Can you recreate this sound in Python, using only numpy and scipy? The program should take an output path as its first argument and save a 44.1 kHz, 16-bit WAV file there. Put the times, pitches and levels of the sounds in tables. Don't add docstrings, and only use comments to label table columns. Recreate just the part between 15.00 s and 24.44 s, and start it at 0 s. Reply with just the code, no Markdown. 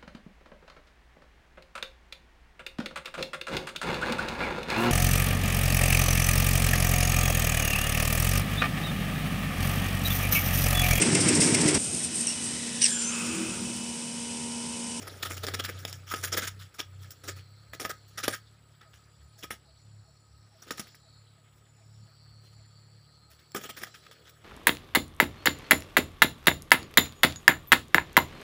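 import sys
import numpy as np
from scipy import signal
from scipy.fft import rfft, irfft
from scipy.io import wavfile

SR = 44100
rng = np.random.default_rng(int(sys.argv[2]) if len(sys.argv) > 2 else 0)


def materialize(psi):
    bounded = np.clip(np.atleast_2d(psi).T, -1, 1)
    quanta = np.round(bounded * 32767).astype(np.int16)
    wavfile.write(sys.argv[1], SR, quanta)


N = 416304


def from_db(db):
    return 10 ** (np.asarray(db) / 20)


def rms_one(x):
    return x / np.sqrt(np.mean(x ** 2) + 1e-20)


def in_time(rows):
    s, *columns = np.transpose(rows)
    return [np.interp(np.arange(N) / SR, s, c) for c in columns]


def coloured(x, spectrum):
    hz = np.maximum(np.arange(2049) * SR / 4096, 10)
    at, level_db = np.transpose(spectrum)
    log_gain = np.log(from_db(np.interp(np.log(hz), np.log(at), level_db)))
    cepstrum = irfft(log_gain)
    cepstrum[1:2048] *= 2
    cepstrum[2049:] = 0
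    response = irfft(np.exp(rfft(cepstrum)))
    return signal.oaconvolve(x, response)[:N]


def drift(rate_hz):
    r = np.exp(-2 * np.pi * rate_hz / SR)
    wander = signal.lfilter([1], [1, -2 * r, r * r], rng.standard_normal(N + SR))
    return rms_one(wander[SR:])


def resonance(x, hz, width_hz):
    r = np.exp(-np.pi * width_hz / SR)
    zeros = np.array([1, 0, -1]) * (1 - r * r) / 2
    return signal.lfilter(zeros, [1, -2 * r * np.cos(2 * np.pi * hz / SR), r * r], x + 1e-18)


def feather_noise(grit_db):
    # frequency in Hz, relative level in dB per Hz.
    wing_spectrum = [(60, -18.5), (120, -5.5), (212, -2), (520, 1), (1080, -13), (1270, -1), (2760, -8.5),
                     (3390, -4.5), (4240, -11), (5520, 2), (8130, -3.5), (9380, -5), (13500, -17),
                     (14700, -14.5), (15600, -29)]
    edges_hz = [60, 250, 500, 950, 1450, 2000, 2700, 3500, 4500, 5400, 6400, 7400, 8400, 10000, 12500, 17000]
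    patchy_db = 3.5
    grit = from_db(grit_db * drift(370))
    hiss = [coloured(grit * rng.standard_normal(N), wing_spectrum) for _ in range(2)]
    bands = []
    for k, pair in enumerate(zip(edges_hz, edges_hz[1:])):
        band_pass = signal.butter(2, pair, "band", fs=SR, output="sos")
        band = signal.sosfilt(band_pass, hiss[k % 2])
        bands.append(from_db(patchy_db * drift(21.7)) * band)
    groups = bands[:3], bands[3:8], bands[8:]
    return np.array([rms_one(sum(group)) for group in groups])


def rustle():
    # time in seconds, treble level in dB.
    brushing = [(0.0, -56), (0.4, -60), (0.47, -53), (0.63, -57), (0.89, -59), (1.13, -73), (1.29, -56.5),
                (1.52, -68), (1.81, -75), (2.1, -69), (2.39, -76.5), (3.23, -73.5), (3.39, -75.5),
                (5.39, -85), (5.81, -63), (6.02, -80.5), (8.55, -79), (8.7, -69), (9.1, -74), (9.44, -72.5)]
    loud_db, middle_db_when_loud, low_over_treble_db = -56, 3.5, 2
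    dulling = 0.19
    treble_db, = in_time(brushing)
    middle_db = treble_db + middle_db_when_loud + dulling * (loud_db - treble_db)
    levels = from_db([treble_db + low_over_treble_db, middle_db, treble_db])
    return (levels * feather_noise(grit_db=0.5)).sum(axis=0)


def wing_beats():
    # peak time in seconds, middle level in dB, low level in dB re middle,
    # treble level in dB re middle, rise in seconds, 60 dB decay time in seconds.
    beats = [(0.026, -52, -9, 6.5, 0.016, 0.03), (0.079, -41.5, -3.5, 0.5, 0.012, 0.036),
             (0.23, -35.5, -15, 2, 0.0076, 0.052), (0.256, -38, -8, 1, 0.011, 0.083),
             (0.311, -40, -4.5, 2, 0.021, 0.12), (0.375, -42.5, -6, 3, 0.011, 0.054),
             (0.44, -35, -7.5, -4, 0.014, 0.043), (0.486, -34.5, -8, -5, 0.021, 0.033),
             (0.545, -32.5, -10, 0, 0.01, 0.031), (0.601, -31.5, -1.5, -3, 0.013, 0.024),
             (0.649, -33.5, -36, -2, 0.015, 0.057), (0.693, -40, -2, -2.5, 0.015, 0.051),
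             (0.79, -68, -10, 18.5, 0.0049, 0.11), (0.851, -37, 1, -2.5, 0.0022, 0.024),
             (0.884, -46.5, -15, 4, 0.011, 0.077), (0.93, -52, -22, 2.5, 0.0073, 0.11),
             (1.105, -46.5, -22, -0.5, 0.046, 0.054), (1.118, -35, -15, -2, 0.0064, 0.043),
             (1.14, -32.5, -7.5, -1.5, 0.0041, 0.037), (1.162, -43.5, -11, 1, 0.012, 0.19),
             (1.248, -38, -6, 5.5, 0.024, 0.053), (1.28, -39.5, -24, 1, 0.0098, 0.037),
             (1.334, -31, -7, 1, 0.017, 0.03), (1.343, -33, 1, 1, 0.005, 0.035),
             (1.376, -30, -4, 0.5, 0.013, 0.083), (1.433, -36.5, -8, 1, 0.02, 0.083),
             (1.478, -33.5, -26, 0.5, 0.011, 0.042), (1.619, -50, -27, -2.5, 0.033, 0.13),
             (1.744, -53.5, -15, 1.5, 0.0029, 0.082), (1.8, -37.5, -9, 2, 0.017, 0.052),
             (2.041, -57, -24, 1, 0.038, 0.073), (2.108, -53.5, -22, 9, 0.0042, 0.066),
             (2.24, -49.5, -2.5, 0.5, 0.0056, 0.16), (2.288, -40, -1, 2, 0.015, 0.074),
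             (2.372, -52.5, -9, -5, 0.024, 0.13), (2.734, -46, -4, -1.5, 0.0047, 0.071),
             (2.802, -37, -2, 1, 0.0052, 0.11), (2.849, -32.5, -8, -3.5, 0.005, 0.054),
             (2.905, -36, -4.5, -1.5, 0.016, 0.041), (3.079, -76.5, -9, 11.5, 0.0044, 0.34),
             (3.185, -36.5, -11, -0.5, 0.013, 0.069), (3.242, -36, -6, 1.5, 0.015, 0.08),
             (3.282, -26, -1, -1, 0.0045, 0.032), (3.307, -44, -13, 3, 0.013, 0.058),
             (3.34, -40, -15, 2.5, 0.02, 0.073), (3.814, -57.5, -13, -16, 0.0066, 0.087),
             (3.942, -62.5, -14, -3, 0.017, 0.2), (4.388, -62, -9, 7, 0.012, 0.18),
             (4.441, -41.5, -5, -1.5, 0.019, 0.044), (4.509, -40, -5, 2.5, 0.0057, 0.086),
             (5.623, -57, 0, 5, 0.0029, 0.071), (5.68, -55, -2.5, -6, 0.024, 0.1),
             (5.71, -38, -6, 1.5, 0.0044, 0.053), (5.782, -43.5, -24, 1, 0.0057, 0.032),
             (5.797, -38.5, -3, 5.5, 0.0033, 0.04), (5.872, -56.5, -25, -1, 0.0023, 0.056),
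             (5.95, -59, -32, 0.5, 0.0026, 0.044), (6.577, -74, -23, 4, 0.05, 0.13),
             (7.454, -69, 0, 2.5, 0.048, 0.14), (7.529, -66, -5, 1, 0.0033, 0.063),
             (8.311, -61.5, -19, 1.5, 0.013, 0.16), (8.388, -65.5, -16, -3, 0.0038, 0.2),
             (8.55, -37.5, 3.5, 0, 0.0049, 0.024), (8.565, -37.5, -1, 0.5, 0.0093, 0.068),
             (8.618, -50, -4, 1, 0.023, 0.035), (8.641, -45, -3, 2, 0.019, 0.032),
             (8.655, -42.5, -4.5, -2, 0.014, 0.057), (8.701, -39.5, -8, -0.5, 0.015, 0.04),
             (8.774, -43, -8, -2.5, 0.011, 0.095), (8.832, -46.5, 0, -1, 0.028, 0.033),
             (8.835, -37.5, -12, 2, 0.0043, 0.041), (8.871, -52, -2, -4, 0.0036, 0.062),
             (8.946, -48.5, -28, -4, 0.0064, 0.096), (9.04, -58.5, -15, -7, 0.034, 0.16),
             (9.066, -51.5, -27, -15, 0.0042, 0.02), (9.114, -56, -15, -3, 0.0047, 0.094),
             (9.274, -56.5, -16, -5.5, 0.032, 0.096), (9.296, -66.5, -3, 9, 0.0074, 0.057)]
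    # peak time in seconds, click level in dB,
    # frequency in Hz near which the wire rings most.
    ticks = [(0.029, -35, 1940), (0.0797, -27, 1260), (0.234, -14, 1520), (0.259, -19, 3400),
             (0.311, -22, 1900), (0.374, -31, 1910), (0.438, -30, 3710), (0.468, -17.5, 5400),
             (0.486, -14, 1300), (0.5417, -23, 1740), (0.5478, -14, 1290), (0.6018, -16.5, 1260),
             (0.649, -18.5, 1650), (0.6919, -18.5, 1480), (0.852, -13, 3990), (0.929, -22, 5620),
             (1.1191, -20.5, 1940), (1.1402, -10.5, 1260), (1.236, -25, 3670), (1.2437, -19, 1780),
             (1.2814, -38, 1710), (1.326, -28, 1750), (1.3458, -16, 3400), (1.3734, -14, 1760),
             (1.3965, -22, 7000), (1.4341, -20, 1640), (1.4809, -17.5, 3860), (1.6203, -37, 2280),
             (1.7468, -39, 2330), (1.801, -20, 1340), (2.108, -31.5, 5360), (2.2423, -36, 2360),
             (2.2911, -20, 1660), (2.7353, -22.5, 1690), (2.7994, -22.5, 1910), (2.8514, -11, 1280),
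             (2.901, -29, 1700), (3.1856, -22.5, 1520), (3.242, -20, 5400), (3.281, -5, 1270),
             (3.3494, -28, 5400), (3.8154, -37, 2650), (3.9402, -40, 1910), (4.4428, -21, 1260),
             (4.508, -16.5, 1305), (5.621, -44, 5570), (5.7076, -18, 1640), (5.7755, -29, 7000),
             (5.7813, -23, 1290), (5.7963, -22.5, 5400), (5.871, -36.5, 1700), (5.9465, -37.5, 2300),
             (8.5194, -37.5, 5790), (8.5496, -10.5, 1260), (8.5636, -25, 5400), (8.641, -25, 1280),
             (8.6925, -19.5, 1260), (8.7742, -25.5, 1680), (8.8182, -26, 1490), (8.8364, -16.5, 1860),
             (8.9462, -42, 2220), (9.067, -45, 1880), (9.1135, -33, 2960), (9.2953, -37, 3400)]
    loose_per_s, loose_db = 230, -3
    power, t = np.zeros((3, N)), np.arange(N) / SR
    for s, middle_db, low_db, treble_db, rise, t60 in beats:
        span = slice(max(round((s - rise) * SR), 0), round((s + 0.22) * SR))
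        late = t[span] - s
        swell = np.cos(np.pi / 2 * np.clip(late / rise, -1, 0)) ** 1.3
        decay = from_db(-60 * (np.maximum(late, 0) / t60) ** 1.49)
        group_db = middle_db + np.array([[low_db], [0], [treble_db]])
        power[:, span] += (from_db(group_db) * swell * decay) ** 2
    envelope = np.sqrt(power)
    loose_sizes = from_db(5.2 * np.minimum(rng.exponential(1, N), 4)) * rng.choice([-1, 1], N)
    loose = loose_sizes * (rng.random(N) < loose_per_s / SR)
    clicks = from_db(loose_db) * envelope[1] * loose
    favoured_hz = 1200 * 2 ** rng.uniform(0, 2.8, N)
    for s, click_db, hz in ticks:
        i = round((s - .0003) * SR)
        clicks[i], favoured_hz[i] = from_db(click_db), hz
    feathers = feather_noise(grit_db=2.8)
    return (envelope * feathers).sum(axis=0) + wire(clicks, favoured_hz)


def wire(clicks, favoured_hz):
    # frequency in Hz before a bar's tuning,
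    # level in dB before chance and loss, 60 dB decay time in seconds.
    modes = [(430, 1.5, 0.016), (836, -15, 0.036), (1262, -13, 0.044), (1760, -4.5, 0.021),
             (1980, -1.5, 0.012), (2300, -4, 0.014), (3490, -6.5, 0.015), (3800, -7, 0.022),
             (5420, 1.5, 0.0042), (5260, -7, 0.0089), (7200, 1.5, 0.0076), (9400, -9, 0.017),
             (10800, -8.5, 0.03)]
    off_pitch_db_per_octave = 13
    crack_spectrum = [(300, -16.0), (1500, -16), (3500, 5), (7000, 1), (15000, -20)]   # (Hz, dB)
    out = from_db(-10) * coloured(clicks, crack_spectrum)
    at = np.flatnonzero(clicks)
    draws = rng.normal(0, 1, (len(at), len(modes) + 1))
    bar = np.digitize(draws[:, -1], [-.43, .43])
    for (hz, db, t60), chance in zip(modes, draws.T):
        loss_db = off_pitch_db_per_octave * np.abs(np.log2(hz / favoured_hz[at]))
        strength = clicks[at] * from_db(db - 8.5 + 3.7 * np.minimum(chance, 1) - loss_db)
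        for k, tuning in enumerate([.97, 1, 1.04]):
            struck = np.zeros(N)
            struck[at] = (bar == k) * strength
            r, w = from_db(-60 / (t60 * SR)), 2 * np.pi * hz * tuning / SR
            out += signal.lfilter([0, np.sin(w)], [1, -2 * r * np.cos(w), r * r], struck + 1e-18)
    return out


def engine():
    # time in seconds, cycle frequency in Hz, load level in dB between surges.
    light_running = [(0.0, 32.8, -48), (0.23, 30.87, -57), (1.0, 31.76, -49.5), (1.37, 30.86, -54),
                     (1.57, 32.05, -68), (2.39, 31.65, -56.5), (2.6, 35.1, -59), (3.21, 34.34, -58.5),
                     (3.55, 36.1, -62), (4.13, 35.14, -63.5), (4.31, 36.3, -62.5), (4.57, 34.6, -65),
                     (6.78, 35.87, -62.5), (7.86, 35.7, -59.5), (8.47, 37.54, -69.5), (8.57, 35.9, -60.5),
                     (9.25, 37.7, -70.5), (9.44, 37.7, -64)]
    # start in seconds, end in seconds,
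    # load level in dB before the rise and fade.
    surges = [(0.073, 1.03, -43.5), (1.02, 1.7, -44), (1.775, 2.13, -46.5), (2.203, 2.441, -41),
              (3.102, 3.36, -48.5), (4.79, 5.05, -47.5), (5.305, 5.503, -54), (6.05, 6.25, -54),
              (6.804, 7.083, -48.5), (7.1, 8.054, -59), (8.55, 8.837, -66)]
    # order, level in dB at the light load, share of the swell under load, unsteadiness in dB.
    orders = [(2, -69, 0.039, 5), (3, -61, 1.0, 2), (4, -66.5, 0.6, 2.5), (5, -76.5, 0.82, 2.5),
              (6, -92, 0.91, 7)]
    light_load_db = -62
    rise_s, cut_s, fade_db_per_s = 0.24, 0.051, 4
    hz, between_db = in_time(light_running)
    t, load = np.arange(N) / SR, from_db(between_db)
    for start, end, db in surges:
        gate = np.clip((t - start) / rise_s, 0, 1) * np.clip((end - t) / cut_s, 0, 1)
        load = np.hypot(load, gate * from_db(db - fade_db_per_s * (t - start)))
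    phase = 2 * np.pi * np.cumsum(hz + 0.21 * drift(4.5)) / SR
    out = np.zeros(N)
    for k, db, share, unsteady_db in orders:
        level = np.sqrt(2) * from_db(db + unsteady_db * drift(8.0))
        swell = (load / from_db(light_load_db)) ** share
        out += level * swell * np.sin(round(k) * phase + rng.uniform(0, 2 * np.pi))
    return out


def cricket(level_db, hz, per_s):
    faint_share, faint_gain = .045, .15
    at = np.arange(.0105, N / SR, 1 / per_s)
    sizes = from_db(rng.normal(0, 1.5, 700)[:len(at)])
    sizes[rng.random(700)[:len(at)] < faint_share] = faint_gain
    train = np.zeros(N)
    train[(at * SR).astype(int)] = sizes
    t = np.arange(round(0.014 * SR)) / SR
    pulse = np.hanning(len(t)) * np.sin(2 * np.pi * (hz * t - 9000 * t * t))
    return from_db(level_db) * rms_one(signal.oaconvolve(train, pulse)[:N])


def cicada_chorus():
    # time in seconds, low-band level in dB, high-band level in dB.
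    band_levels = [(0, -68, -66), (2.0, -73, -85), (3.5, -75, -84), (3.7, -75, -86.5), (5.5, -70, -74),
                   (5.8, -63.5, -63), (6.3, -69.5, -90), (6.499, -79, -93), (6.95, -76, -70),
                   (7.2, -73, -80), (8.4, -78.5, -86), (8.9, -65, -63), (9.44, -79, -92)]
    wavering_db, spread_hz, strand_width_hz = 2, 700, 280
    out = np.zeros(N)
    for band_db, hz in zip(in_time(band_levels), (4300, 5400)):
        white = rng.standard_normal(N)
        strands = np.zeros(N)
        for step in (-0.39, -0.012, 0.126, 0.634):
            strand_hz = hz + step * spread_hz
            strand = resonance(resonance(white, strand_hz, strand_width_hz), strand_hz, strand_width_hz)
            strands += from_db(2.8 * drift(4.0)) * strand
        out += from_db(band_db + wavering_db * drift(8.3)) * rms_one(strands)
    return out


def air():
    # frequency in Hz, relative level in dB per Hz.
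    air_spectrum = [(25, -8), (52, -20.5), (110, -9.5), (253, -16.5), (950, -21.5), (2570, -30),
                    (4400, -39.5), (6240, -49.5), (7600, -21.5), (8400, -32), (9400, -31.5), (11000, -42.5),
                    (12000, -45), (13800, -53), (15600, -56)]
    level_db = -67.5 + 0.29 * drift(15.0)
    return from_db(level_db) * rms_one(coloured(rng.standard_normal(N), air_spectrum))


def hollow_tones():
    # start in seconds, end in seconds, frequency in Hz, width in Hz of each of two
    # resonances in series, level in dB, flicker in dB.
    tones = [(1.5, 9.44, 1262, 91, -81, 4.5), (8.9, 9.44, 450, 259, -66.5, 7)]
    t, out = np.arange(N) / SR, np.zeros(N)
    for start, end, hz, width_hz, db, flicker_db in tones:
        tone = rms_one(resonance(resonance(rng.standard_normal(N), hz, width_hz), hz, width_hz))
        out += (t > start) * (t < end) * from_db(db + flicker_db * drift(3.4)) * tone
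    return out


def whistles():
    # start in seconds, end in seconds, frequency in Hz, level in dB.
    insect_tones = [(1.905, 2.419, 7260, -73), (2.909, 3.45, 7200, -75), (3.862, 4.399, 7140, -77),
                    (4.272, 4.36, 9520, -72), (4.775, 5.332, 7120, -76), (5.19, 5.273, 9500, -77),
                    (5.851, 6.288, 7150, -72.5), (6.357, 6.604, 7020, -78), (6.62, 7.105, 7080, -72.5),
                    (7.504, 7.999, 7210, -73), (8.501, 9, 7430, -66)]
    out, t = np.zeros(N), np.arange(N) / SR
    white = rng.standard_normal(N)
    for start, end, hz, db in insect_tones:
        gate = np.clip((t - start) / 0.02, 0, 1) * np.clip((end - t) / 0.073, 0, 1)
        out += from_db(db) * gate * rms_one(resonance(resonance(white, hz, 45), hz, 150))
    return out


def near_cicada():
    # start in seconds, end in seconds, clicks per second at the start,
    # slowing in clicks per second each second.
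    phrases = [(2.05, 3.6, 153.7, 3.4), (6.9, 8.95, 156.8, 4.45)]
    level_db, swell_s, stop_s, fade_db_per_s = -67, .3, 0.22, 4
    fading_db = 4
    t, per_s, gate, out = np.arange(N) / SR, np.zeros(N), np.zeros(N), np.zeros(N)
    for start, end, first_per_s, slowing in phrases:
        late = (t - start) * (t > start) * (t < end)
        per_s += (late > 0) * (first_per_s - slowing * late)
        swell = np.clip(late / swell_s, 0, 1) * np.clip((end - t) / stop_s, 0, 1)
        gate += swell * from_db(level_db - fade_db_per_s * late)
    phase = 2 * np.pi * np.cumsum(per_s) / SR
    body_hz = 4370 + 40 * drift(1.0)
    for k in range(24, 39):
        main = 1 / (1 + ((k * per_s - body_hz) / 300) ** 4)
        upper = from_db(-16.5) / (1 + ((k * per_s - 5500) / 300) ** 4)
        line = np.sin(k * phase + rng.uniform(0, 2 * np.pi))
        out += (main + upper) * from_db(fading_db * drift(10.0)) * line
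    return out * gate


def far_bird():
    # time of the first note's middle in seconds, level in dB.
    calls = [(3.84, -62.5), (4.37, -62), (4.665, -61.5), (5.06, -63.5), (5.53, -59.5), (6.04, -62.5),
             (6.36, -65), (6.79, -64), (7.06, -68), (7.575, -65.5), (7.885, -71), (8.285, -65.5)]
    # delay in seconds, start frequency in Hz, level in dB re call, length in seconds.
    notes = [(0, 850, -4, .04), (.03, 690, 0, .055)]
    out = np.zeros(N)
    for s, level_db in calls:
        for delay, hz, db, length in notes:
            t = np.arange(round(length * SR)) / SR
            i = round((s + delay - length / 2) * SR)
            note = np.hanning(len(t)) * np.sin(2 * np.pi * (hz * t - 700 * t * t))
            out[i:i + len(t)] += from_db(level_db + db) * note
    return out


def trunks(x, level_db, t60):
    t = np.arange(round(t60 * SR)) / SR
    tail = rng.standard_normal(len(t)) * from_db(-60 * t / t60) * np.clip(t / 0.03, 0, 1)
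    tail = signal.lfilter([1], [1, -.5], tail)
    tail = tail / np.sqrt(np.sum(tail ** 2))
    return x + from_db(level_db) * signal.oaconvolve(x, tail)[:N]


def scene():
    cage = rustle() + trunks(wing_beats(), level_db=-17.5, t60=0.14)
    insects = cricket(level_db=-68.5, hz=7997, per_s=62.65) + cicada_chorus() + whistles() + near_cicada()
    bird = trunks(far_bird(), level_db=-24.0, t60=0.49)
    return (cage + engine() + insects + air() + hollow_tones() + bird)[None]


def record(dry):
    # frequency in Hz, width in Hz, gain in dB.
    housing_peaks = [(1254, 44, 5), (15250, 370, 21), (6210, 500, -14.5), (8197, 1480, -12)]
    for hz, width_hz, db in housing_peaks:
        dry = dry + (from_db(db) - 1) * resonance(dry, hz, width_hz)
    dry = signal.sosfilt(signal.butter(2, 50, "high", fs=SR, output="sos"), dry)
    edge = signal.ellip(10, .5, 32, 15500, fs=SR, output="sos")
    beyond = signal.cheby2(12, 50, 16800, fs=SR, output="sos")
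    return signal.sosfilt(np.vstack([edge, beyond]), dry)


dry = scene()
out = record(dry)
materialize(out)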